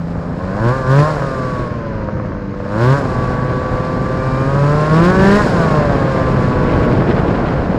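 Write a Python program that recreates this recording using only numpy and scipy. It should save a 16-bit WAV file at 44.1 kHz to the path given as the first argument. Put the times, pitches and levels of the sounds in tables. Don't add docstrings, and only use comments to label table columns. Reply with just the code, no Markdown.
import sys
import numpy as np
from scipy import signal
from scipy.fft import rfft, irfft
from scipy.io import wavfile
from scipy.ndimage import uniform_filter1d

SR = 44100
rng = np.random.default_rng(int(sys.argv[2]) if len(sys.argv) > 2 else 0)


def digitize_waveform(pressure):
    field = np.atleast_2d(pressure).T
    bounded = np.clip(field, -1, 1)
    quanta = np.round(bounded * 32767).astype(np.int16)
    wavfile.write(sys.argv[1], SR, quanta)


def ratio_of_db(decibels):
    return 10 ** (np.asarray(decibels, float) / 20)


N = 343098

# (time [s], exhaust level [dB], bite of the firing [0-1])
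EFFORT = [(0, -38.5, 0.77), (.35, -35, 0.72), (.5, -27, 0.64), (.8, -28, 0.87), (1.1, -23, 0.9),
          (1.3, -26.5, 0.88), (1.6, -29, 0.82), (1.8, -30, 0.26), (2.5, -35, 0.25), (2.74, -27, 0.7),
          (3.0, -27, 0.93), (3.5, -26, 0.62), (4.4, -27, 0.82), (5.0, -23.5, 0.75), (5.55, -23, 0.98),
          (5.82, -20, 0.63), (6.3, -23.5, 0.79), (7.78, -25.5, 0.54)]
BURN_ON_S = .05


def engine(turns):
    wander = ratio_of_db(3.5 + .8 * drift(25))
    return exhaust(turns) + wander * (fan(turns) - intake(turns)) + drone(turns) + pops()


def exhaust(turns):
    order_db = {4: 2.5, 5: -.5, 6: .5, 7: 1.2, 8: 1.7, 10: -5, 11: 1.5, 12: 1.5, 13: 2.5, 14: -1.5}
    levels = {k: order_db.get(k, 0) for k in range(4, 22) if k != 9}
    load = throttle() * np.clip((190 - crank()) / 18, 0, 1)
    loaded = load * (.8 * np.cos(14 * np.pi * turns) - .2 * np.cos(12 * np.pi * turns))
    fifth = 1.3 * coasting() * np.cos(10 * np.pi * turns)
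    steady = pipe(orders(turns, levels, wander_db=1.2) + loaded + fifth)
    even = steady + .6 * pipe(steady)
    third = pipe(ratio_of_db(4) * np.cos(6 * np.pi * turns))

    gas = rng.standard_normal(N) * ratio_of_db(.9 * drift(14))
    rough = .39 * rms_one(pipe(firings(turns, spread_db=2.5))) + rms_one(pipe(gas))

    uneven, lower_db = unevenness(), exhaust_db()
    upper_db = lower_db - 9.5 + 7.5 * bite() + 4 * throttle(BURN_ON_S)
    note = 0
    for part, edge_hz, level_db in ((low_pass, 700, lower_db), (high_pass, 880, upper_db)):
        clean = evened(part(even, edge_hz), .06, whole=part(even + third, edge_hz))
        noisy = evened(part(rough, edge_hz), .12)
        note = note + ratio_of_db(level_db) * (np.sqrt(1 - uneven) * clean + np.sqrt(uneven) * noisy)
    return note


def pipe(x):
    # (frequency [Hz], width [Hz], level [dB])
    modes = [(474, 188, 5), (617, 280, 1.5), (1069, 159, 0), (1446, 172, -3.5), (1731, 250, -9.5),
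             (780, 320, -8.5)]
    rung = sum((-1) ** k * ratio_of_db(db) * resonance(x, hz, width) for k, (hz, width, db) in enumerate(modes))
    return band(rung, 406, 1960)


def intake(turns):
    # (frequency [Hz], level [dB])
    shut = [(85, -35.5), (105, -32), (130, -26.5), (170, -23.5), (205, -31), (250, -32.5), (350, -39.5),
            (600, -26)]
    # (frequency [Hz], level [dB])
    wide_open = [(100, -18.5), (140, -7.5), (200, -11.5), (240, -25.5), (290, -22.5), (340, -14),
                 (410, -16.5), (600, -15)]
    opening, rate = throttle(), crank()
    boom = 0
    for k in range(1, 4):
        shut_db = at_hz(shut, k * rate) + 1.5 * drift(4.9)
        open_db = at_hz(wide_open, k * rate) - 5 * (k > 2)
        level_db = (1 - opening) * shut_db + opening * open_db
        boom = boom + ratio_of_db(level_db) * np.sin(2 * np.pi * k * (turns - .42))
    return boom


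def fan(turns):
    # (frequency [Hz], level [dB])
    shroud = [(760, -47), (860, -48), (930, -33.5), (1050, -31.5), (1130, -27.5), (1270, -34),
              (1500, -32.5), (1800, -33.5)]
    # (time [s], level re fan [dB])
    whistle = [(0, -32), (4.05, -32), (4.2, -15), (4.42, -15), (4.5, -24), (4.6, -15), (4.75, -20),
               (4.9, -32), (7.78, -32)]
    level_db = at_hz(shroud, crank() * 9) - 14 * (unevenness() - .25)
    level_db = level_db + 6.5 * (bite() - .8) + 2 * throttle()
    overtone = ratio_of_db(in_time(whistle)[0]) * np.sin(36 * np.pi * turns)
    return ratio_of_db(level_db) * (np.sin(18 * np.pi * turns) + overtone)


def drone(turns):
    return coasting() * ratio_of_db(exhaust_db() - 12 + 2 * drift(7)) * np.sin(10 * np.pi * turns)


def pops():
    # (time [s], peak level [dB])
    bangs = [(1.18, -5), (1.221, -1), (2.018, -9), (2.086, -3), (2.094, -8), (2.17, -8), (2.198, -5),
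             (2.249, -9), (2.319, -7), (2.349, -15), (2.369, -19), (2.54, -12), (2.601, -8), (2.662, -9.5),
             (6.72, -20), (7.02, 1), (7.18, -0.5), (7.449, -5)]
    burst = low_pass(clicks_at(bangs), 1750)
    return ratio_of_db(22.5) * pipe(burst) + ratio_of_db(23) * resonance(burst, 140, 180)


def rasp(turns):
    fired = np.diff(np.floor(turns - .33), prepend=-1) > 0
    strength_db = -3.5 + 1.5 * rng.standard_normal(N) + 3 * drift(15)
    cracks = fired * throttle() ** 4 * ratio_of_db(strength_db) + 1e-18
    return low_pass(high_pass(cracks, 2100), 3900) + ratio_of_db(-27) * high_pass(cracks, 8000)


def crank():
    # (time [s], firing rate [1/s])
    clutch = [(0, 83.8), (.34, 85.8), (.61, 100.8), (.99, 130), (1.16, 133.3), (1.59, 124), (2.07, 104.5),
              (2.51, 97.7), (2.66, 98.9), (3.21, 124.3), (4.37, 131), (4.9, 155.3), (5.18, 178.4),
              (5.5, 167.9), (6.01, 135), (6.41, 125.8), (6.87, 123), (7.78, 92)]
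    # (start [s], peak [s], extra firing rate [1/s])
    surges = [
        (.53, .762, 23.3),
        (.879, 1.1, 25),
        (2.73, 2.975, 32),
        (4.969, 5.127, 14.4),
        (5.16, 5.41, 39.3),
    ]
    pull_back_s, flywheel_s = .097, .07
    t, rate = np.arange(N) / SR, in_time(clutch)[0]
    for start, peak, extra in surges:
        climb = np.clip((t - start) / (peak - start), 0, 1)
        rate = rate + extra * climb * np.exp(-np.maximum(t - peak, 0) / pull_back_s)
    return uniform_filter1d(rate, size=int(flywheel_s * SR), mode="nearest")


def throttle(linger_s=0):
    # (starts [s], fully there [s], lets go [s], opening [0-1])
    presses = [
        (0.502, 0.673, 0.7, 0.87),
        (0.82, 0.912, 1.016, 0.89),
        (2.677, 2.816, 2.925, 0.98),
        (3.2, 3.45, 3.6, 0.09),
        (4.1, 4.64, 4.83, 0.6),
        (4.835, 4.932, 5.1, 0.92),
        (5.02, 5.256, 5.36, 0.99),
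        (5.493, 5.624, 5.78, 0.35),
        (6.053, 6.19, 6.15, 0.23),
    ]
    t, let_go_s = np.arange(N) / SR, .06
    openings = []
    for on, full, off, top in presses:
        shutting = off + linger_s
        openings.append(top * np.interp(t, [on, full, shutting, shutting + let_go_s], [0, 1, 1, 0]))
    return np.clip(np.max(openings, axis=0), 0, 1)


def unevenness():
    # (time [s], uneven share of the exhaust power [0-1])
    off_throttle = [(0, .5), (.45, .35), (1.3, .3), (2.6, .27), (3.2, .28), (5.65, .33), (6.9, .36),
                    (7.05, .9), (7.78, .93)]
    # (time [s], relative length [1])
    stumbles = [
        (1.16, 1.0),
        (3.05, 1.0),
        (5.5, 1.4),
    ]
    t, burn = np.arange(N) / SR, np.minimum(1.3 * throttle(BURN_ON_S), 1)
    stumble = sum(.36 * np.exp(-((t - s) / (long * .06)) ** 2) for s, long in stumbles)
    return np.clip(in_time(off_throttle)[0] * (1 - burn) + .12 * burn + stumble, 0, 1)


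def exhaust_db():
    return in_time(EFFORT)[0] + 4.5 * throttle(BURN_ON_S)


def bite():
    return in_time(EFFORT)[1]


def coasting():
    # (time [s], share [0-1])
    shut = [(0, 0), (1.1, 0), (1.25, 1), (2.65, 1), (2.8, 0), (7.78, 0)]
    return in_time(shut)[0]


def road_level():
    # (time [s], level re cruise [dB])
    road = [(0, -7.5), (.2, -4.5), (.9, -4.5), (1.5, -1.5), (2.0, -4.5), (2.7, -6), (3.1, 0), (4.3, 0),
            (4.8, -0.5), (5.2, 4.5), (6.0, 3), (7.0, 5.5), (7.78, 2.5)]
    return in_time(road)[0]


def rumble(turns):
    # (frequency [Hz], level [dB])
    colour = [(70, -9), (100, -3.5), (130, 2.5), (180, -0.3), (250, -5), (350, -8.5), (450, -8.5),
              (700, -20.5), (1200, -32.5)]
    thuds, road_db = rms_one(band(firings(turns, spread_db=1.2), 90, 380)), road_level()
    body = coloured(colour) + .5 * thuds
    body = body + (ratio_of_db(.54 * road_db) - 1) * resonance(body, 374, 220)
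    return ratio_of_db(-21.5 + .97 * road_db + .48 * throttle() + 1.1 * drift(5)) * body


def hiss(turns):
    # (frequency [Hz], level [dB])
    colour = [(1500, 10), (2100, 2.5), (2800, -5), (3400, -9.5), (4000, -8), (5250, -12.5), (6150, -22.5),
              (6600, -19), (7900, -23), (9150, -32), (9700, -30), (11500, -37.5), (14500, -45),
              (15700, -52.5)]
    load, road_db, rate = throttle(), road_level(), crank()
    level_db = -43 + .45 * (exhaust_db() + 26) + .18 * road_db + 4 * load ** 3
    level_db = level_db + .85 * 20 * np.log10(rate / 129)
    top_db = -31 + 17.5 * bite() - .27 * road_db - .5 * load ** 3
    top_db = top_db + .52 * 20 * np.log10(np.maximum(rate / 128, 1))

    gate = ratio_of_db((.8 + 2.2 * load) * np.cos(2 * np.pi * turns + .8) + 1.2 * load * drift(90))
    noise = evened(coloured(colour) * gate, .055) * ratio_of_db(.59 * drift(57))
    dull = np.clip(1.3 - 2 * bite(), 0, 1)
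    idle = dull * (ratio_of_db(7.5) * resonance(noise, 6190, 640) - .55 * resonance(noise, 3670, 900))
    idle = idle - .6 * dull * resonance(noise + idle, 7500, 1600)
    top = ratio_of_db(top_db - 4 * dull + 23.5) * high_pass(noise, 5470)
    edge = ratio_of_db(.4 * (level_db + 38.5) + 1.5 * drift(60)) * high_pass(top, 14900)
    return ratio_of_db(level_db + 5) * (low_pass(noise + idle, 5800) + low_pass(top, 13050) + edge)


def wind():
    # (frequency [Hz], level [dB])
    colour = [(12, -21.5), (30, -9.5), (50, -6.5), (75, -8.5), (110, -7.5), (200, -18), (500, -22.5),
              (1200, -24), (2500, -50.5)]
    level_db = -23 + .76 * road_level() + 1.44 * drift(3.7) + .47 * drift(22)
    return ratio_of_db(level_db) * coloured(colour)


def spray():
    # (time [s], level [dB])
    thick = [(4.61, 4), (6.07, 5), (6.18, 0), (7.02, 1.5), (7.11, 5), (7.19, 5), (7.34, 3), (7.47, 6)]
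    t, clump_s = np.arange(N) / SR, .023
    thick_db = sum(db * np.exp(-((t - s) / clump_s) ** 2) for s, db in thick)
    clumps = ratio_of_db(thick_db + 1.1 * drift(11) + 2.9 * drift(76))
    rush = rms_one(low_pass(band(rng.standard_normal(N), 900, 2430), 5200))
    return ratio_of_db(-47 + 2.3 * road_level()) * clumps * rush


def ticks():
    # (time [s], peak level [dB])
    contacts = [(4.705, -49), (5.484, -46), (5.513, -53), (5.652, -49), (5.7845, -45.5), (6.0708, -58),
                (6.5193, -45.5), (6.7278, -57), (6.852, -40), (6.9174, -57.5), (7.0541, -52), (7.181, -46),
                (7.2352, -56), (7.4741, -46.5), (7.5734, -51.5)]
    return ratio_of_db(13.5) * band(clicks_at(contacts), 5000, 15000)


def firings(turns, spread_db):
    fired = np.diff(np.floor(turns), prepend=0) > 0
    return fired * rng.standard_normal(N) * ratio_of_db(spread_db * rng.standard_normal(N)) + 1e-18


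def orders(turns, levels, wander_db):
    return sum(ratio_of_db(db + wander_db * drift(6.3)) * np.cos(2 * np.pi * k * turns) for k, db in levels.items())


def clicks_at(events):
    out = np.full(N, 1e-18)
    for s, peak_db in events:
        out[round(s * SR)] = ratio_of_db(peak_db)
    return out


def coloured(points):
    hz, level_db = np.transpose(points)
    grid = np.maximum(np.arange(N // 2 + 1) * SR / N, 1)
    shape = ratio_of_db(np.interp(np.log(grid), np.log(hz), level_db, left=-90, right=-90))
    return rms_one(irfft(rfft(rng.standard_normal(N)) * shape, N))


def drift(rate):
    r = np.exp(-80 * np.pi * rate / SR)
    slow = signal.lfilter([1], [1, -2 * r, r * r], rng.standard_normal(N // 40 + 2002))[2000:]
    return np.interp(np.arange(N) / 40, np.arange(len(slow)), rms_one(slow))


def rms_one(x):
    return x / np.sqrt(np.mean(x ** 2) + 1e-20)


def evened(x, seconds, whole=None):
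    whole = x if whole is None else whole
    return x / np.sqrt(uniform_filter1d(whole ** 2, size=int(seconds * SR)) + 1e-12)


def in_time(rows):
    s, *columns = np.transpose(rows)
    return [np.interp(np.arange(N) / SR, s, c) for c in columns]


def at_hz(points, hz):
    table_hz, level_db = np.transpose(points)
    return np.interp(np.log(hz), np.log(table_hz), level_db)


def resonance(x, hz, width):
    r = np.exp(-np.pi * width / SR)
    poles = [1, -2 * r * np.cos(2 * np.pi * hz / SR), r * r]
    return signal.lfilter([(1 - r * r) / 2, 0, (r * r - 1) / 2], poles, x)


def band(x, low_hz, high_hz):
    return signal.sosfilt(signal.butter(2, [low_hz, high_hz], "band", fs=SR, output="sos"), x)


def low_pass(x, hz):
    return signal.sosfilt(signal.butter(4, hz, fs=SR, output="sos"), x)


def high_pass(x, hz):
    return signal.sosfilt(signal.butter(4, hz, "high", fs=SR, output="sos"), x)


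def scene():
    turns = np.cumsum(crank() * (1 + .002 * drift(8))) / SR
    near = engine(turns) + rumble(turns) + wind()
    near = near - .55 * coasting() * resonance(near, 780, 180)
    return (near + hiss(turns) + ticks() + spray() + rasp(turns))[None]


def band_limit(x):
    return signal.sosfilt(signal.butter(12, 15720, fs=SR, output="sos"), x)


def record(dry):
    overload = .72
    hissy = dry + ratio_of_db(-76) * rng.standard_normal(N)
    flattened = hissy / (1 + np.abs(hissy / overload) ** 24) ** (1 / 24)
    return band_limit(flattened)


dry = scene()
out = record(dry)
digitize_waveform(out)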